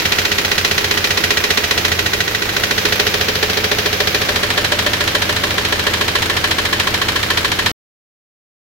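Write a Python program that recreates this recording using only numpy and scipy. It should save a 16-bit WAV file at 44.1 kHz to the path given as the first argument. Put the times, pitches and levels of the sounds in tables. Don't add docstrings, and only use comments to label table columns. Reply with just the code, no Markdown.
import sys
import numpy as np
from scipy import signal
from scipy.fft import rfft, irfft, next_fast_len
from scipy.io import wavfile
from scipy.ndimage import uniform_filter1d

SR = 44100
rng = np.random.default_rng(int(sys.argv[2]) if len(sys.argv) > 2 else 0)


def to_wav(s):
    ch = np.atleast_2d(s).T
    pcm = np.round(np.clip(ch, -1, 1) * 32767)
    wavfile.write(sys.argv[1], SR, pcm.astype(np.int16))


N = 380141
STOP_S = 7.716
TIME, ONE_TURN = np.arange(N) / SR, np.arange(3456) / SR
PADDED = next_fast_len(N + 8192)
BIN_HZ = np.maximum(np.arange(PADDED // 2 + 1) * SR / PADDED, 1)
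PLACES = (0, 1, 2)
LEFT_RIGHT = np.array([[1], [-1]])

# (pitch [Hz], t60 [s], front [dB], corner [dB], side [dB], left over right [dB])
METAL_MODES = [(1494, 0.055, -7, -17.5, -19.5, -3), (1678, 0.052, -13.5, -9.5, 0.5, 0),
               (1788, 0.12, -19, -9, -4.5, 2), (1918, 0.051, 8.5, -12, -5.5, -7),
               (2377, 0.099, -8.5, -6.5, -13.5, 2), (2540, 0.035, -4, -18, -31, 5),
               (2758, 0.065, -2.5, -13, -10.5, -0.5), (3050, 0.18, -25.5, -31, -7, -2.5),
               (3550, 0.046, -0.5, -17, -29.5, 4), (3906, 0.045, 4.5, -15.5, -9, 13),
               (4120, 0.058, -1.5, -7, -12, 5)]


def piston_knock(turn, age, force, place):
    # (frequency [Hz], front [dB], corner [dB], side [dB])
    block_colour = [(150, 19, 25.5, 22.5), (205, 24, 34, 22.5), (300, 17, 28.5, 27.5), (500, 18, 34, 15),
                    (684, 29.5, 29.5, 24.5), (860, 21.5, 32, 31), (1043, 23, 27, 36), (1190, 23, 28, 28.5),
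                    (1570, 29, 33.5, 35), (2480, 36.5, 34.5, 33), (3970, 26.5, 34.5, 34.5),
                    (6100, 27.5, 28.5, 22), (6980, 23.5, 19.5, 22), (8550, 13, 13.5, 16.5),
                    (11000, 18, 17, 15), (15500, 4.5, 15.5, 7.5)]
    crack = struck(ONE_TURN, rise_s=0.0014, t60=0.13)
    crack += from_db(-7) * struck(ONE_TURN, rise_s=0.00034, t60=0.035)
    thud = struck(ONE_TURN - .0012, rise_s=0.0057, t60=0.058)
    crack, thud = (repeating_noise(turn, age, shape / np.linalg.norm(shape),
                                   each_turn=.74, each_cycle=.5, fresh=.45) for shape in (crack, thud))
    direct = .6 * np.exp(-(age / .002) ** 2)
    crack *= np.sqrt([1 + direct, 1 - direct])
    treble = 1 / (1 + (1250 / BIN_HZ) ** 6)
    spectrum = np.sqrt(treble) * rfft(force * crack, PADDED)
    spectrum += np.sqrt(1 - treble) * rfft(force * thud, PADDED)
    return spectrum * colour_at(block_colour, place)


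def crank():
    # (time [s], speed [rpm])
    idle_speed = [(0.0, 912.11), (1.2, 911.26), (1.6, 888.92), (1.8, 852.98), (2.2, 833.1), (2.8, 834.95),
                  (5.4, 836.97), (7.7, 834.4)]
    # (time [s], level [dB])
    strike_levels = [(0, -10), (.4, -11), (2, -10.5), (2.47, -15.5), (2.75, -10.5), (3.2, -12.5),
                     (5.2, -11.5), (5.55, -12.5), (6.4, -11.5), (7.7, -12)]
    first_knock_s, jitter_s, late_turns = .0527, .0002, .0255
    turns = np.cumsum(along(idle_speed, TIME)) / (60 * SR)
    turns += 1 - np.interp(first_knock_s, TIME, turns)
    number = np.arange(int(turns[-1]))
    jitter, scatter_db = rng.standard_normal((len(number), 2)).T
    knock_s = np.interp(number + late_turns * (number % 2 == 0), turns, TIME) + jitter_s * jitter
    knock_s[0] = knock_s[2] - (knock_s[3] - knock_s[1])
    force = from_db(along(strike_levels, knock_s) + scatter_db)
    turn = np.minimum(np.searchsorted(knock_s, TIME, side="right") - 1, len(knock_s) - 2)
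    age = np.minimum(TIME, STOP_S) - knock_s[turn]
    return turn, age, np.diff(knock_s)[turn], force[turn], (turns - late_turns) / 2


def metal_ring(turn, age, mic_place):
    second_knock_db = np.interp(mic_place, PLACES, (-2.5, 8.5, 4.5))
    stroke_db = (.5 - turn % 2) * second_knock_db
    out = 0
    for hz, t60, *place_db, pan_db in METAL_MODES:
        level_db = stroke_db + np.interp(mic_place, PLACES, place_db)
        out += ring(turn, age, hz, t60, level_db, pan_db, rise_s=0.0038, sharp=0.023)
    return out


def hollow_booms(turn, age):
    hollows = {"low": (424, 0.12, -18, 2.5, -11.5), "middle": (594, .14, -26.5, 7.5, 0.5),
               "high": (1083, 0.07, -18.5, 13, 2), "top": (1531.5, 0.03, -20, 4, -7)}
    # (hollow, middle [s], half length [s], rise [dB])
    passes = [("low", 1.5, 1, 6.6), ("low", 3.58, 0.94, 13.1), ("low", 5.8, 0.46, 9.5),
              ("middle", 4.7, 2.4, 18.2), ("high", 1.4, 1, 6.6), ("high", 6.6, 1.9, 12),
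              ("top", 2.5, 0.73, 21)]
    out = 0
    for name, (hz, t60, db, second_db, pan_db) in hollows.items():
        swell_db = sum(rise_db * np.exp(-((TIME - middle_s) / half_s) ** 2)
                       for hollow, middle_s, half_s, rise_db in passes if hollow == name)
        level_db = db + swell_db + (.5 - turn % 2) * second_db
        out += ring(turn, age, hz, t60, level_db, pan_db, rise_s=0.88 / hz, sharp=0)
    return out


def gear_clatter(turn, age):
    # (frequency [Hz], front [dB], corner [dB], side [dB])
    gear_colour = [(25, -24, -23, -17), (55.3, -18, -16.5, -11), (110, -16.5, -12.5, -11),
                   (173, -22.5, -10.5, -16), (260, -22.5, -12.5, -12.5), (340, -11, -13.5, -14),
                   (550, -19.5, -10.5, -15), (870, -23, -15.5, -19.5), (1600, -19, -11.5, -15.5),
                   (2440, -22, -11.5, -18.5), (4270, -21, -16.5, -19.5), (6350, -26, -20, -28),
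                   (8600, -39, -36, -35), (12800, -32, -25.5, -36.5)]
    steady = np.ones_like(ONE_TURN)
    rumble = repeating_noise(turn, age, steady, each_turn=0.31, each_cycle=0.65, fresh=0.55)
    hiss = repeating_noise(turn, age, steady, each_turn=0.25, each_cycle=0.67, fresh=0.79)
    treble = 1 / (1 + (900 / BIN_HZ) ** 2)
    spectrum = from_db(-2.5) * np.sqrt(treble) * rfft(hiss, PADDED)
    spectrum += from_db(-1.65) * np.sqrt(1 - treble) * rfft(rumble, PADDED)
    return [spectrum * resonance(place) * colour_at(gear_colour, place) for place in PLACES]


def resonance(place):
    # (pitch [Hz], width [Hz], front [dB], corner [dB], side [dB])
    cavities = [(335, 17, 4, -1.5, 3.5), (403, 25, 1.5, 1.5, -6), (510, 28, -1, 3.5, -6.5),
                (603, 28, -2.5, 1, -3)]
    sing_db = 28
    peaks = [(hz, np.log(1000) / (np.pi * t60), from_db(place_db[place] + sing_db) * t60)
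             for hz, t60, *place_db, _ in METAL_MODES]
    peaks += [(hz, width, from_db(place_db[place])) for hz, width, *place_db in cavities]
    return np.sqrt(1 + sum(gain ** 2 / (1 + (2 * (BIN_HZ - hz) / width) ** 2) for hz, width, gain in peaks))


def valve_ticks(turn, age, turn_s):
    # (delay after the knock [turns], level [dB], t60 [s])
    ticks = [(.475, 2.5, 0.044), (.6, -4, 0.062), (.78, -5, 0.035), (.965, 3.5, .03)]
    # (frequency [Hz], front [dB], corner [dB], side [dB])
    tick_colour = [(500, -14, -33, -12.5), (1930, -11.5, -16, -12), (4500, -21.5, -16.5, -21.5),
                   (8900, -30.5, -35.5, -29), (15000, -27, -31.5, -31.5)]
    bursts = 0
    for delay, db, t60 in ticks:
        strength = from_db(db + 2.5 * rng.standard_normal(turn.max() + 1))
        bursts += strength[turn] * struck(age - delay * turn_s, rise_s=0.00051, t60=t60)
    noise = repeating_noise(turn, age, np.ones_like(ONE_TURN), each_turn=0.36, each_cycle=0.35, fresh=1.0)
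    spectrum = rfft(bursts * noise, PADDED)
    return [spectrum * colour_at(tick_colour, place) for place in PLACES]


def drone(cycles):
    # (order [per cycle], rms at fast idle [dB], rms at slow idle [dB])
    engine_orders = [(7, -57, -48), (8, -42, -43), (9, -48, -52), (10, -47, -49), (11, -39, -53),
                     (13, -38, -54), (14, -56, -46), (15, -55, -37), (18, -54, -47), (24, -54, -47),
                     (26, -44, -52), (27, -52, -48), (29, -54, -48), (42, -43, -56), (55, -43, -56),
                     (62, -56, -43)]
    # (time [s], rms level [dB])
    boom_levels = [(0, -36), (1.3, -35), (1.65, -37), (1.95, -26.5), (2.3, -42), (3.2, -33), (4, -34.5),
                   (6, -31.5), (7.7, -32.5)]
    boom_order = 12
    fan_hum = (47.3, -43, -42)
    slowness = np.interp(np.gradient(cycles) * SR, [7.0, 7.55], [1, 0])
    levels = [(order, fast_db + slowness * (slow_db - fast_db))
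              for order, fast_db, slow_db in engine_orders + [fan_hum]]
    levels.append((boom_order, along(boom_levels, TIME)))
    throb_at = np.interp(slowness, [0, 1], (0.77, .48))
    out = 0
    for order, db in levels:
        above_boom = (order - boom_order) * (order < 20)
        lag = above_boom * (throb_at + .04 * above_boom / 2)
        phase = 2 * np.pi * (order * cycles - lag) + rng.normal(0, (order / 18) ** 2)
        out += np.sqrt(2) * from_db(db) * np.cos(phase)
    return out


def stereo_microphone(mid, side, place):
    # (frequency [Hz], likeness [0 to 1])
    likeness = [(30, 0.48), (130, 1), (300, 0.8), (550, 0.4), (1100, 0.13), (3000, 0), (15000, 0)]
    # (frequency [Hz], front [dB], corner [dB], side [dB])
    balance = [(120, 6.5, 1, -1.5), (400, -14.5, -3.5, 1), (696, 3.5, -1, -2), (1590, -3, -4, 0),
               (2920, -5.5, 0, -3.5), (4070, 2.5, 2.5, 0), (5230, -4.5, -6, 5), (7370, 1.5, 7, 1),
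               (8900, -9.5, -5.5, -4), (12000, -4.5, -3, 0), (15500, -4.5, -11, 8)]
    alike = at_hz(likeness, 1)
    lean = from_db(LEFT_RIGHT * at_hz(balance, place + 1) / 2)
    lean /= np.linalg.norm(lean, axis=0)
    stereo = np.sqrt(1 + alike) * mid + LEFT_RIGHT * np.sqrt(1 - alike) * side
    return irfft(stereo * lean, PADDED)[:, :N]


def ring(turn, age, hz, t60, level_db, pan_db, rise_s, sharp):
    spread, settle_s = .005, .006
    scatter_db, detune = rng.standard_normal((turn.max() + 1, 2))[turn].T
    phase = 2 * np.pi * rng.random() + LEFT_RIGHT * min(hz / 2200, np.pi / 4)
    cycles = hz * ((1 + spread * detune) * age + sharp * settle_s * (1 - np.exp(-age / settle_s)))
    gain = from_db(level_db + scatter_db + LEFT_RIGHT * pan_db / 2) * struck(age, rise_s, t60)
    return gain * np.sin(2 * np.pi * cycles + phase)


def repeating_noise(turn, age, shape, each_turn, each_cycle, fresh):
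    at = np.clip(np.round(age * SR).astype(int), 0, len(shape) - 1)
    pattern = even_noise(shape)
    repeated = each_turn * pattern[:, 2, at] + each_cycle * pattern[:, turn % 2, at]
    mix = repeated + fresh * rng.standard_normal((2, N))
    return shape[at] * mix / np.sqrt(each_turn ** 2 + each_cycle ** 2 + fresh ** 2)


def even_noise(shape):
    noise = rng.standard_normal((2, 3, len(shape)))
    for _ in range(3):
        spectrum = rfft(noise * shape)
        noise = irfft(spectrum / (abs(spectrum) + 1e-12), len(shape))
        noise /= np.sqrt(uniform_filter1d(noise ** 2, size=200) + 1e-18)
    return noise


def struck(age, rise_s, t60):
    age = np.maximum(age, 0)
    return (1 - np.exp(-age / rise_s)) * np.exp(-np.log(1000) * age / t60)


def from_db(db):
    return 10 ** (np.asarray(db) / 20)


def along(rows, seconds):
    return np.interp(seconds, *np.transpose(rows))


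def at_hz(rows, column):
    rows = np.array(rows)
    return np.interp(np.log(BIN_HZ), np.log(rows[:, 0]), rows[:, column])


def colour_at(rows, place):
    return from_db(at_hz(rows, place + 1))


def scene():
    # (time [s], place [0 front, 1 corner, 2 side])
    mic_path = [(0, 0.38), (1.5, 0.38), (2.4, 0.18), (3.3, 1.01), (4.15, 1.02), (4.45, 1.78), (5.3, 1.77),
                (6.2, 1.846), (7.7, 1.9)]
    mic_place = along(mic_path, TIME)
    turn, age, turn_s, force, cycles = crank()
    clatter, ticking = gear_clatter(turn, age), valve_ticks(turn, age, turn_s)
    out = force * (hollow_booms(turn, age) + metal_ring(turn, age, mic_place)) + drone(cycles)
    for place in PLACES:
        mid, side = piston_knock(turn, age, force, place) + clatter[place] + ticking[place]
        nearness = np.maximum(1 - abs(mic_place - place), 0)
        out += np.sqrt(nearness) * stereo_microphone(mid, side, place)
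    return out


def record(dry):
    cut = dry * (TIME < STOP_S)
    rounded = cut / (1 + cut ** 6) ** (1 / 6)
    return signal.sosfilt(signal.ellip(12, .2, 90, 15800, fs=SR, output="sos"), rounded)


dry = scene()
out = record(dry)
to_wav(out)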